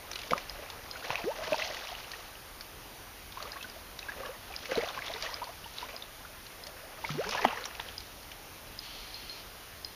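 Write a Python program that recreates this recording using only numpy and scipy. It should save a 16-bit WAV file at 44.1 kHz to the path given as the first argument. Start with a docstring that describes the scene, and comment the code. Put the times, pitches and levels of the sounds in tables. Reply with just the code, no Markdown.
"""Splashing close by: a hooked fish thrashes in bouts at the surface of a slow river.
Air pockets gulp and rise in pitch, bubbles plop, drops smack and the churned water fizzes.
The reel in the angler's hand ticks and is wound briefly near the end. One microphone on the
leafy bank hears it all over the quiet river and the hiss of its own electronics."""
import sys
import numpy as np
from scipy import signal
from scipy.io import wavfile
from scipy.ndimage import uniform_filter1d

SR = 44100
rng = np.random.default_rng(int(sys.argv[2]) if len(sys.argv) > 2 else 0)


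def store_pcm(level_fs):
    """Save levels as 16-bit WAV."""
    pcm = np.round(np.clip(level_fs, -1, 1) * 32767).astype(np.int16)
    wavfile.write(sys.argv[1], SR, np.atleast_2d(pcm).T)


N = 438789


def amp(db):
    return 10 ** (np.asarray(db) / 20)


def unit_rms(x):
    return x / np.sqrt(np.mean(x ** 2) + 1e-20)


def curve_at(points, hz):
    """Read a curve along a logarithmic frequency axis."""
    points_hz, db = np.transpose(points)
    return np.interp(np.log(hz + 1), np.log(points_hz + 1), db)


def add(mix, start_s, sound):
    part = mix[round(start_s * SR):][:len(sound)]
    part += sound[:len(part)]


def resonate(x, hz, width_hz):
    """A two-pole resonance of gain 1."""
    return signal.lfilter(*signal.iirpeak(hz, hz / width_hz, SR), x)


def bubble(hz, peak_s, rise):
    """Trapped air rings; a positive rise lifts its pitch as it nears the surface."""
    age = np.arange(int(7 * peak_s * SR)) / SR / peak_s
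    envelope = (age * np.exp(1 - age)) ** 0.91
    return envelope * np.sin(2 * np.pi * hz * peak_s * (age + rise * age ** 2 / 8))


def swarm(clumps, lo_hz, hi_hz, per_s, peak_cycles, spread_db, rise):
    """Many random bubbles, born in clumps; a few are much louder than the rest."""
    pitches = np.geomspace(lo_hz, hi_hz, num=24)
    chance, size, pick = rng.random((3, N))
    births = amp(-spread_db * np.log(size + 0.0098)) * (chance < clumps * per_s / SR)
    pitch_index = (pick * len(pitches)).astype(int)
    out = np.zeros(N)
    for k, hz in enumerate(pitches):
        ring = bubble(hz, peak_cycles / hz, rise)
        out += signal.oaconvolve(births * (pitch_index == k), ring / np.linalg.norm(ring))[:N]
    return unit_rms(out)


def churn():
    """Large, middling and tiny bubbles, all following how hard the fish stirs the water."""
    # One curve per bout. Each row: time in seconds, stirring in dB, spray in dB above the stirring.
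    bouts = [
        [(0, -58.5, -8), (0.25, -54, 2.5), (0.4, -54.5, 1), (0.6, -53, -6), (0.8, -56.5, -3)],
        [(0.9, -55.5, -0.5), (1.12, -43.5, -3), (1.2, -45.5, -4), (1.3, -52.5, -2.5), (1.5, -45.5, -1.5),
         (1.58, -45, 5), (1.85, -50.5, 0), (2.2, -56, 1.5), (2.45, -69, 0)],
        [(3.25, -84, 8), (3.4, -52, -2.5), (3.55, -59.5, 1), (3.7, -61, 2), (3.95, -67, 2), (4.1, -56, -0.5),
         (4.25, -51, -9), (4.4, -63, -3)],
        [(4.5, -53, -2), (4.65, -57, 5), (4.73, -40, -6.5), (4.82, -41.5, -3.5), (4.92, -48.5, -3),
         (5.15, -49, -1.5), (5.27, -47.5, 4), (5.4, -54, -3.5), (5.65, -68.5, 10), (5.82, -50.5, 3),
         (5.95, -56, -5), (6.15, -65, -8)],
        [(6.55, -70, 8), (6.7, -57.5, -3), (6.85, -57, -12), (7, -61, 1), (7.08, -53, 5.5), (7.2, -49, -4.5),
         (7.33, -42.5, 0), (7.5, -43.5, -7), (7.75, -53.5, -1), (7.9, -57, 3), (8.1, -73, 11)],
    ]
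    # Offset of the large bubbles in dB, one for each bout.
    gurgle_offsets = [-0.36, 0.24, 0.25, -2.1, -0.2]
    calm_db, gurgle_share, gurgle_lag_s = -60, 0.97, 0.017  # large bubbles swing less and come later
    times, stir_db, spray_db = np.concatenate(bouts).T
    offset_db = np.repeat(gurgle_offsets, [len(bout) for bout in bouts])
    gurgle_db = calm_db + offset_db + gurgle_share * (stir_db - calm_db)
    surge = unit_rms(uniform_filter1d(uniform_filter1d(rng.standard_normal(N), size=300), size=300))
    clumps = amp(4 * surge)  # thrown water lands in handfuls
    clumps /= clumps.mean()
    gurgle = swarm(clumps, 415.3, 1036, per_s=400, peak_cycles=2.85, spread_db=2.45, rise=0.357)
    babble = swarm(clumps, 1010, 2493, per_s=1100, peak_cycles=2.49, spread_db=4.2, rise=0.37)
    spray = swarm(clumps, 2420, 5700, per_s=3500, peak_cycles=1.04, spread_db=3.5, rise=0.21)
    t = np.arange(N) / SR
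    return (amp(np.interp(t - gurgle_lag_s, times, gurgle_db)) * gurgle
            + amp(np.interp(t, times, stir_db)) * babble
            + amp(np.interp(t, times, stir_db + spray_db)) * spray)


def air_pockets():
    """Pockets of air close behind the tail, each a gulp that glides upward."""
    # Each row: start and length in seconds, first and last pitch in Hz, level at the peak in dB,
    # place of the peak as a share of the length.
    pockets = [(1.033, 0.047, 438, 598, -49, .3), (1.241, 0.073, 271, 716, -29.5, 0.58),
               (1.303, .025, 830, 960, -36.5, .52), (1.612, 0.042, 566, 710, -43, 0.32),
               (3.43, 0.067, 381, 637, -49, 0.33), (3.526, .02, 1520, 2100, -46, .3),
               (3.56, 0.022, 1420, 2410, -45, .3), (4.239, 0.041, 465, 640, -48, 0.27),
               (5.407, 0.033, 554, 685, -47, 0.27), (6.66, 0.044, 503, 724, -49.5, 0.33),
               (6.807, .075, 456, 900, -52, .4), (7.102, 0.1, 149, 152, -39, 0.082),
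               (7.143, 0.024, 247, 255, -39, 0.49), (7.172, 0.047, 283, 707, -29.5, 0.53),
               (7.212, 0.029, 640, 880, -40, .15), (7.235, .09, 150, 243, -48.5, 0.45),
               (7.255, 0.046, 380, 475, -41.5, 0.29)]
    out = np.zeros(N)
    for start_s, length_s, first_hz, last_hz, peak_db, peak_at in pockets:
        progress = np.arange(0, length_s, 1 / SR) / length_s
        hz = first_hz * (last_hz / first_hz) ** progress
        tone = np.sqrt(2) * np.sin(2 * np.pi * np.cumsum(hz) / SR)
        swell_db = np.interp(progress, [0, peak_at, 1], [-14.5, 0, -9.5])
        add(out, start_s, amp(peak_db + swell_db) * tone * signal.windows.tukey(len(tone), 0.08))
    return out


def plops():
    """Single bubbles ring out above the churn, wobbling as their walls shake."""
    # Each row: start in seconds, level in dB, pitch in Hz, time to peak in milliseconds.
    bubbles = [(0.3048, -33.5, 488, 11.7), (0.3197, -23, 560, 1.4), (0.3333, -19, 1130, 1.2),
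               (0.3474, -38, 520, 10.3), (0.3666, -38.5, 936, 4.2), (0.379, -31.5, 1770, 0.61),
               (0.5877, -41.5, 577, 5), (0.6992, -41, 755, 2.3), (0.956, -38, 1350, 3.1),
               (1.0243, -39, 1360, 2.2), (1.104, -24.5, 850, 1.5), (1.1045, -18.5, 2300, 0.46),
               (1.156, -17, 2340, 0.5), (1.3813, -40, 590, 9.2), (1.4168, -35.5, 595, 6.7),
               (1.4787, -36.5, 673, 6.8), (1.5204, -21, 594, 5.5), (1.5304, -26, 2500, 0.96),
               (1.5413, -29, 910, 2.8), (1.5836, -38, 594, 6.5), (1.5974, -29, 1800, 1.1),
               (1.6185, -30, 1910, 2.2), (1.6224, -24, 2550, 1.2), (1.7006, -35, 613, 2.6),
               (1.7117, -34, 1800, 1.6), (1.8724, -33, 2350, 0.7), (1.89, -29.5, 3380, 0.43),
               (1.9146, -40, 640, 6.8), (1.9495, -36, 2480, 1.6), (2.1344, -36.5, 1770, 2.3),
               (2.3538, -37, 2600, 0.75), (3.3716, -35.5, 990, 3.3), (3.4016, -36, 1080, 2),
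               (3.4233, -41, 1160, 1.6), (3.4533, -40, 1170, 2.3), (3.5568, -41, 1084, 7.8),
               (3.608, -40, 2620, 2.9), (3.643, -39, 1520, 4), (3.7606, -43, 596, 4.6),
               (4.0281, -35, 2600, 1.1), (4.084, -32, 1543, 4.8), (4.119, -32.5, 1550, 1.3),
               (4.1644, -38, 560, 2.3), (4.1792, -43, 510, 9.4), (4.2014, -38, 510, 6),
               (4.2337, -35.5, 1050, 1.7), (4.25, -39, 1595, 4.3), (4.265, -38, 1075, 2.5),
               (4.2898, -38, 473, 7.8), (4.4996, -41.5, 670, 4.9), (4.5389, -34.5, 2380, 1.1),
               (4.6891, -38.5, 512, 13), (4.716, -25, 502, 3.5), (4.7545, -27.5, 3800, 0.86),
               (4.7582, -36, 630, 4.3), (4.7768, -23.5, 444, 5.9), (4.8253, -31, 587, 5.6),
               (4.868, -39, 655, 3.7), (4.8865, -32, 3270, 1.2), (4.9744, -32.5, 1010, 3),
               (4.9888, -30.5, 1510, 1.5), (5.0201, -34, 1960, 2), (5.0804, -32.5, 3280, 0.95),
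               (5.0961, -38.5, 607, 8.4), (5.1377, -29, 3450, 1), (5.1435, -43.5, 434, 10),
               (5.1598, -37, 965, 3.4), (5.2302, -40, 604, 8.9), (5.2628, -33, 1790, 3.1),
               (5.286, -40, 908, 4.8), (5.3286, -41.5, 990, 4.7), (5.4162, -31.5, 881, 5.9),
               (5.469, -41, 880, 6.3), (5.4888, -42, 613, 6.3), (5.64, -40.5, 2670, 3),
               (5.6582, -43, 854, 3.2), (5.7837, -27.5, 3350, 0.86), (5.8246, -37.5, 930, 6),
               (5.881, -49, 570, 8.8), (5.8917, -36, 2180, 0.93), (5.9392, -44, 660, 4.8),
               (6.022, -33, 3370, 1.4), (6.248, -43.5, 1340, 2.8), (6.9785, -45, 1170, 3.7),
               (6.9836, -47, 604, 6.5), (7.0402, -32.5, 898, 3.7), (7.048, -27.5, 2110, 1.6),
               (7.0908, -35, 1230, 3.3), (7.2394, -34, 1344, 4.4), (7.2635, -38.5, 842, 7.8),
               (7.3482, -25.5, 955, 2.7), (7.3507, -35, 574, 4), (7.376, -32, 1680, 3.9),
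               (7.3919, -30.5, 950, 3.1), (7.4186, -39, 395, 10), (7.441, -27, 953, 5),
               (7.4493, -13.5, 774, 1.75), (7.4498, -18, 1803, 0.53), (7.451, -28, 3070, 1.1),
               (7.453, -29, 240, 6.2), (7.5289, -34, 870, 2.6), (7.572, -32.5, 1730, 2.9),
               (7.6415, -26, 3550, 0.34), (7.7967, -30, 870, 1.9), (7.7965, -29, 1600, 0.67),
               (7.8004, -25, 2950, 0.26), (7.8582, -50, 493, 8.4), (7.887, -30.5, 3020, 0.68)]
    out = np.zeros(N)
    for start_s, db, hz, peak_ms in bubbles:
        noise = rng.standard_normal(6000)
        ring = bubble(hz, peak_ms / 1000, rise=0.14 * (1 + 0.67 * noise[-1]))[:len(noise)]
        wobble = unit_rms(uniform_filter1d(noise, size=int(SR / hz)))[:len(ring)]
        add(out, start_s, amp(db) * ring * (1 + 0.4 * wobble))
    return out


def drops():
    """Drops smack the surface: a narrow ping inside a broad burst of spatter."""
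    # Each row: time in seconds, relative level in dB, centre of the ping in Hz.
    landings = [(0.1146, -29.5, 5360), (0.1324, -32.5, 4200), (0.157, -27, 2700), (0.19, -30.5, 2780),
                (0.2167, -33.5, 2660), (0.234, -35, 2300), (0.309, -24, 2200), (0.379, -29, 2240),
                (0.701, -31.5, 3650), (1.057, -36, 4040), (1.514, -32, 2590), (1.745, -32, 3080),
                (1.7693, -32.5, 2260), (1.8506, -35, 2340), (2.1171, -33, 4100), (2.6092, -32.5, 4500),
                (3.3228, -37, 3490), (3.4264, -32.5, 4280), (3.627, -32.5, 3300), (3.697, -36.5, 4860),
                (3.9904, -29.5, 3950), (4.26, -35.5, 2840), (4.6558, -32.5, 2230), (4.713, -29, 2100),
                (4.7743, -28, 2180), (5.064, -34, 3380), (5.224, -27.5, 4360), (5.442, -35, 4300),
                (6.466, -38, 3890), (6.669, -32, 4750), (7.104, -31, 2130), (7.2907, -26, 5170),
                (7.31, -26.5, 4260), (7.443, -30, 2180), (7.655, -24, 5400), (7.751, -38, 2520),
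                (8.0047, -35, 4100), (8.2302, -39, 4400), (8.317, -35.5, 2840)]
    peak_s = 0.0015
    age = np.arange(1500) / SR / peak_s
    envelope = (age * np.exp(1 - age)) ** 0.65
    out = np.zeros(N)
    for time_s, db, hz in landings:
        noise = rng.standard_normal(len(age))
        ping = unit_rms(resonate(noise, hz, 0.076 * hz))
        spatter = unit_rms(resonate(resonate(noise, 2700, 4900), 2700, 4900))
        add(out, time_s - 0.0007, amp(db - 10) * (ping + 0.98 * spatter) * envelope)
    return out


def body_slaps():
    """The fish's body pushes the water: low thuds that sag in pitch."""
    # Each row: time in seconds, level in dB, pitch in Hz.
    slaps = [(0.32, -38, 307), (0.332, -33.5, 217), (1.104, -37.5, 138), (1.244, -30.5, 258),
             (1.514, -44, 262), (4.775, -27, 277), (7.105, -33, 200)]
    out = np.zeros(N)
    for time_s, db, hz in slaps:
        add(out, time_s - 0.002, amp(db) * bubble(hz, peak_s=0.42 / hz, rise=-0.12))
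    return out


def reel_ticks():
    """Each tick knocks the reel's housing and rings a metal part."""
    # Each row: start in seconds, relative level in dB, long ring in dB relative to the tick.
    ticks = [(0.496, -22, -30), (0.912, -24, -21), (3.5192, -24.5, -23), (4.563, -22.5, -37),
             (5.3418, -23, -36), (5.9637, -26, -26), (6.6373, -30, -18), (7.9803, -23, -32),
             (8.79, -23.5, -26), (9.143, -29.5, -10), (9.2957, -31.5, -4.5), (9.847, -24.5, -18)]
    # Reel modes, the long ring last. Each row: pitch in Hz, level in dB, seconds to fall by 60 dB.
    reel_modes = [(3300, -10, .008), (4150, -7, .01), (4960, 0, .014), (6300, -8, .004), (4208, 0, .26)]
    out, t = np.zeros(N), np.arange(12000) / SR
    rings = np.array([amp(db - 60 * t / t60) * np.sin(2 * np.pi * hz * t) for hz, db, t60 in reel_modes])
    attack = np.minimum(t / 0.00047, 1)
    for start_s, db, ring_db in ticks:
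        strike = amp(1.8 * rng.standard_normal(len(rings)))  # no two ticks land alike
        strike[-1] = amp(ring_db)
        add(out, start_s, amp(db - 2) * (strike @ rings) * attack)
    return out


def reel_winding():
    """One turn of the handle rubs the gear teeth, louder at first, then settling."""
    # Gear resonances. Each row: centre in Hz, width in Hz, relative level in dB.
    gears = [(3160, 2900, 3), (3116, 68, -13), (4200, 860, -5)]
    start_s, length_s, rise_s, fall_s = 8.8, 0.665, 0.04, 0.07
    steady_db, extra_db, settle_s, catches_per_s = -51, 4.5, 0.1, 300
    out, t = np.zeros(N), np.arange(0, length_s, 1 / SR)
    catches = rng.random(len(t)) < catches_per_s / SR
    teeth = rng.standard_normal(len(t)) * (1 + 5.4 * catches)
    rub = sum(amp(db) * unit_rms(resonate(resonate(teeth, hz, width), hz, width))
              for hz, width, db in gears)
    level = amp(steady_db + extra_db * np.exp(-t / settle_s))
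    fade = np.clip(np.minimum(t / rise_s, t[::-1] / fall_s), 0, 1)
    add(out, start_s, level * fade * unit_rms(rub))
    return out


def bank_scatter(x):
    """Leaves and twigs on the bank add a short tail, mostly of the treble."""
    t = np.arange(4000) / SR
    tail = rng.standard_normal(len(t)) * amp(-60 * t / 0.15) * (t > 0.002)
    scattered = signal.oaconvolve(resonate(x, 3100, 4600), tail / np.linalg.norm(tail))[:N]
    return x + amp(-11) * scattered


def wash(spectrum, patchy_db):
    """Noise of a given colour with drifting louder and softer patches."""
    frames, hz = N // 1024 + 5, np.fft.rfftfreq(4096, 1 / SR)
    real, imag, patches = rng.standard_normal((frames, len(hz), 3)).T
    patches = unit_rms(uniform_filter1d(uniform_filter1d(patches, size=40, axis=0), size=4, axis=1))
    bins = (real + 1j * imag) * amp(curve_at(spectrum, hz)[:, None] + patchy_db * patches)
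    return unit_rms(signal.istft(bins, nperseg=4096, noverlap=3072)[1][:N])


def river():
    """Slow water passes the bank with a soft, even rush."""
    # Each row: frequency in Hz, relative spectral density in dB.
    river_colour = [(16, -33), (28, 1), (93, -4.5), (120, -8.5), (166, -11.5), (458, -10), (564, -10.5),
                    (648, -10), (1210, -11.5), (7000, -20), (9100, -22), (15400, -120)]
    return amp(-50) * wash(river_colour, patchy_db=1.2)


def scene():
    """Fish and reel as heard from the bank, in mono, with the river behind."""
    fish = churn() + air_pockets() + plops() + drops() + body_slaps()
    reel = reel_ticks() + reel_winding()
    return (bank_scatter(fish + reel) + river())[None]


def record(dry):
    """The recorder adds treble hiss, cuts a deep notch near 8 kHz and limits the band."""
    # Each row: frequency in Hz, relative spectral density in dB.
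    hiss_colour = [(7000, -17), (8600, 2.5), (9800, 1.5), (12000, 1.5), (15000, 0.5), (16500, -5.5)]
    # Each row: frequency in Hz, gain in dB.
    notch_curve = [(6000, 1), (7000, -3), (7600, -13), (7880, -28), (8150, -14.5), (9000, -4.5),
                   (10000, -0.5)]
    hz = np.linspace(0, SR / 2, num=1025)
    notch = signal.firwin2(1023, hz, amp(curve_at(notch_curve, hz)) * (hz < SR / 2), fs=SR)
    lowpass = signal.firwin(2047, cutoff=15270, window=("kaiser", 9), fs=SR)
    noisy = dry + amp(-54.5) * wash(hiss_colour, patchy_db=0.95)
    notched = signal.oaconvolve(noisy, notch[None], "same")
    return signal.oaconvolve(notched, lowpass[None], "same")


dry = scene()
out = record(dry)
store_pcm(out)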